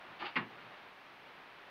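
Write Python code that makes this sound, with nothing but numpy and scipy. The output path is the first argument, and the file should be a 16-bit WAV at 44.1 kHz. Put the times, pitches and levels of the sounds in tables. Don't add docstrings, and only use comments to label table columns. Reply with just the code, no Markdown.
import sys
import numpy as np
from scipy import signal
from scipy.fft import rfft, irfft
from scipy.io import wavfile

SR = 44100
rng = np.random.default_rng(int(sys.argv[2]) if len(sys.argv) > 2 else 0)


def to_wav(sig):
    pcm = np.clip(np.atleast_2d(sig), -1, 1) * 32767
    pcm = np.round(pcm).astype(np.int16)
    wavfile.write(sys.argv[1], SR, pcm.T)


N = 74970
TIME, HZ = np.arange(N) / SR, np.fft.rfftfreq(N, 1 / SR)
GRAINS_PER_S, GRAIN_SPREAD_DB = 2800, 2


def amp(db):
    return 10 ** (np.asarray(db) / 20)


def unit(x):
    return x / np.sqrt(np.mean(x ** 2) + 1e-20)


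def curve_at(points, hz):
    f, value = np.transpose(points)
    return np.interp(np.log(hz + 1), np.log(f + 1), value)


def colour(x, eq):
    log_gain = np.log(amp(curve_at(eq, abs(np.fft.fftfreq(N, 1 / SR)))))
    response = np.exp(np.conj(signal.hilbert(log_gain)))
    return unit(irfft(rfft(x) * response[:len(HZ)], N))


def resonate(x, resonances):
    response = sum(amp(db) / np.sqrt(width) * 1j * HZ * width / (hz ** 2 - HZ ** 2 + 1j * HZ * width)
                   for hz, width, db in resonances)
    return unit(irfft(rfft(x) * response, N))


def grains():
    size = amp(GRAIN_SPREAD_DB * np.minimum(rng.exponential(1, N), 4))
    polarity = rng.choice([-1., 1.], N)
    return unit(size * polarity * (rng.random(N) < GRAINS_PER_S / SR))


def swells(rows):
    return sum(amp(db) * np.exp(-.5 * ((TIME - centre) / sigma) ** 2) for centre, sigma, db in rows)


# f/Hz, level/dB
HISS_EQ = [(25, -18.5), (60, -16), (90, -13.5), (120, -6.5), (200, -6), (290, -5), (360, -4), (480, -4),
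           (760, 0), (1100, 0), (1500, -1), (2200, -3), (2900, -6.5), (3500, -11), (4500, -17.5),
           (5500, -25), (6500, -32), (8000, -59.5), (12000, -65)]
FIZZ_EQ = [(100, -3.5), (7500, -2.5), (11000, -1), (15500, -1)]
HISS_DB, HISS_WAVER_DB, FIZZ_DB = -55.5, 0.38, -80.5


def hiss():
    slow_band = np.exp(-(HZ / 15) ** 2)
    waver = unit(irfft(rfft(rng.standard_normal(N)) * slow_band, N))
    body = amp(HISS_DB + HISS_WAVER_DB * waver) * colour(rng.standard_normal(N), HISS_EQ)
    return body + amp(FIZZ_DB) * colour(rng.standard_normal(N), FIZZ_EQ)


# centre t/s, half-length t/s, level/dB
RUSTLES = [(0.094, 0.12, -56.5), (0.642, 0.12, -57.5), (0.741, 0.023, -66), (0.867, 0.044, -60.5),
           (1.314, 0.068, -61.5), (1.456, 0.044, -62.5), (1.667, 0.11, -61.5)]
WEIGHT_SHIFTS = [(.11, .05, -66), (.57, 0.037, -63), (.67, 0.052, -66.5)]
# f/Hz, level/dB
RUSTLE_EQ = [(150, -17.5), (600, -3.5), (1200, -3), (2600, -8), (4300, -20.5), (5500, -51), (9000, -77)]
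FLOOR_EQ = [(60, -20), (120, 0.5), (350, 4), (900, -24), (4000, -48)]
# f/Hz, bandwidth/Hz, relative level/dB
FLOOR_RESONANCES = [(120.4, 14, -5.5), (170, 28, 0.5), (216, 21, -7), (361, 53, -1)]


def rustles():
    floor = resonate(colour(grains(), FLOOR_EQ), FLOOR_RESONANCES)
    litter = colour(grains(), RUSTLE_EQ)
    return swells(RUSTLES) * litter + swells(WEIGHT_SHIFTS) * floor


def friction(envelope, eq, resonances, ring_db):
    slips = colour(grains() * envelope, eq)
    wood = amp(ring_db) * resonate(slips, resonances)
    return unit(slips + wood) * np.sqrt(np.mean(envelope ** 2))


# start t/s, attack t/s, decay t/s, rub level/dB, scratch level/dB
STROKES = [(0.189, 0.016, 0.039, -46.5, -47.5), (0.209, 0.018, 0.046, -40, -47.5),
           (0.241, 0.025, 0.029, -52.5, -42.5)]
# f/Hz, level/dB
RUB_EQ = [(80, -24), (200, -10), (550, -7.5), (850, -1.5), (1350, -7), (1800, -12), (4000, -39),
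          (7000, -49), (10000, -91)]
SCRATCH_EQ = [(200, -27), (1000, -10), (2000, -0.5), (2900, 0), (4000, -12), (4600, -9), (5500, -29),
              (7000, -41), (10000, -83)]
# f/Hz, bandwidth/Hz, relative level/dB
RUB_RESONANCES = [(350, 59, 0), (826, 29, -0.5), (933, 31, -3.5), (1216, 39, 1), (1325, 180, 1.5)]
SCRATCH_RESONANCES = [(1752, 28, -6.5), (2230, 49, -5), (2570, 44, -10), (2900, 14, -3), (3650, 59, -2)]


def scuffs():
    rub_power, scratch_power = np.zeros(N), np.zeros(N)
    for start, attack, decay, rub_db, scratch_db in STROKES:
        rise = np.clip((TIME - start) / attack, 0, 1)
        stroke = rise * np.exp(-np.maximum(TIME - start - attack, 0) / decay)
        rub_power += (amp(rub_db) * stroke) ** 2
        scratch_power += (amp(scratch_db) * stroke) ** 2
    rub = friction(np.sqrt(rub_power), RUB_EQ, RUB_RESONANCES, ring_db=4)
    scratch = friction(np.sqrt(scratch_power), SCRATCH_EQ, SCRATCH_RESONANCES, ring_db=-10)
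    return rub + scratch


BUMP_S, BASS_ATTACK_S, TREBLE_ATTACK_S, CROSSOVER_HZ = 0.357, 0.024, 0.0086, 420


def ring_envelope(hz, t60):
    age = np.maximum(TIME - BUMP_S, 0)
    attack = BASS_ATTACK_S if hz < CROSSOVER_HZ else TREBLE_ATTACK_S
    bloom = np.minimum(age / attack, 1) ** 0.69
    return bloom * np.exp(-np.log(1000) * np.maximum(age - attack, 0) / t60)


# t/s, pre-EQ level/dB
CONTACTS = [(.3573, -17.5), (.3627, -21.5), (.3675, -19.5), (.3747, -19)]
# f/Hz, level/dB
CONTACT_EQ = [(60, -41), (130, 5), (600, -19.5), (1050, 3), (1500, -8.5), (2100, 1.5), (2900, 5.5),
              (3500, -18.5), (4700, -20), (6000, -57), (9000, -89)]
# f/Hz, level/dB, t60/s
BOARD_MODES = [(118, -56, 0.74), (174, -40, 0.16), (217, -44.5, .33), (270.7, -49.5, 0.33),
               (317, -45, 0.13), (344.7, -47, 0.37), (495, -59.5, 0.31), (895, -43, 0.24),
               (1007, -46, 0.14), (1093, -41.5, 0.19), (1724, -42, 0.28), (1910, -37.5, 0.17),
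               (2129, -33.5, 0.094), (2793, -39, 0.16)]
# f/Hz, relative level/dB, t60/s
COOP_BANDS = [(50, -27.5, 0.33), (101, -15.5, 0.41), (175, -1.5, 0.32), (350, 1, 0.26), (572, -12, 0.47),
              (1038, 3.5, .2), (1620, -4, .21), (2190, 0, 0.2), (2840, -8.5, 0.26), (3500, -11.5, 0.19),
              (4690, -18, 0.12), (5880, -39, 0.1), (9000, -91, 0.25)]
COOP_DB = -31.5


def bump():
    clicks = np.zeros(N)
    for start, db in CONTACTS:
        clicks[round(start * SR)] += amp(db)
    clatter = colour(clicks, CONTACT_EQ) * np.sqrt(np.mean(clicks ** 2))
    boards = sum(amp(db) * ring_envelope(hz, t60) * np.sin(2 * np.pi * (hz * TIME + rng.random()))
                 for hz, db, t60 in BOARD_MODES)
    centres, levels, decays = np.transpose(COOP_BANDS)
    echo_spectrum = rfft(colour(grains(), np.c_[centres, levels]))
    tail = np.zeros(N)
    for solo, hz, t60 in zip(np.eye(len(COOP_BANDS)), centres, decays):
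        band = curve_at(np.c_[centres, solo], HZ)
        tail += irfft(echo_spectrum * band, N) * ring_envelope(hz, t60)
    return clatter + boards + amp(COOP_DB) * tail


def scene():
    return (scuffs() + bump() + rustles() + hiss())[None]


def record(dry):
    cutoff_hz = 15750
    high_cut = signal.firwin(511, cutoff_hz, window=("kaiser", 9), fs=SR)
    return signal.oaconvolve(dry, high_cut[None], "same")


dry = scene()
out = record(dry)
to_wav(out)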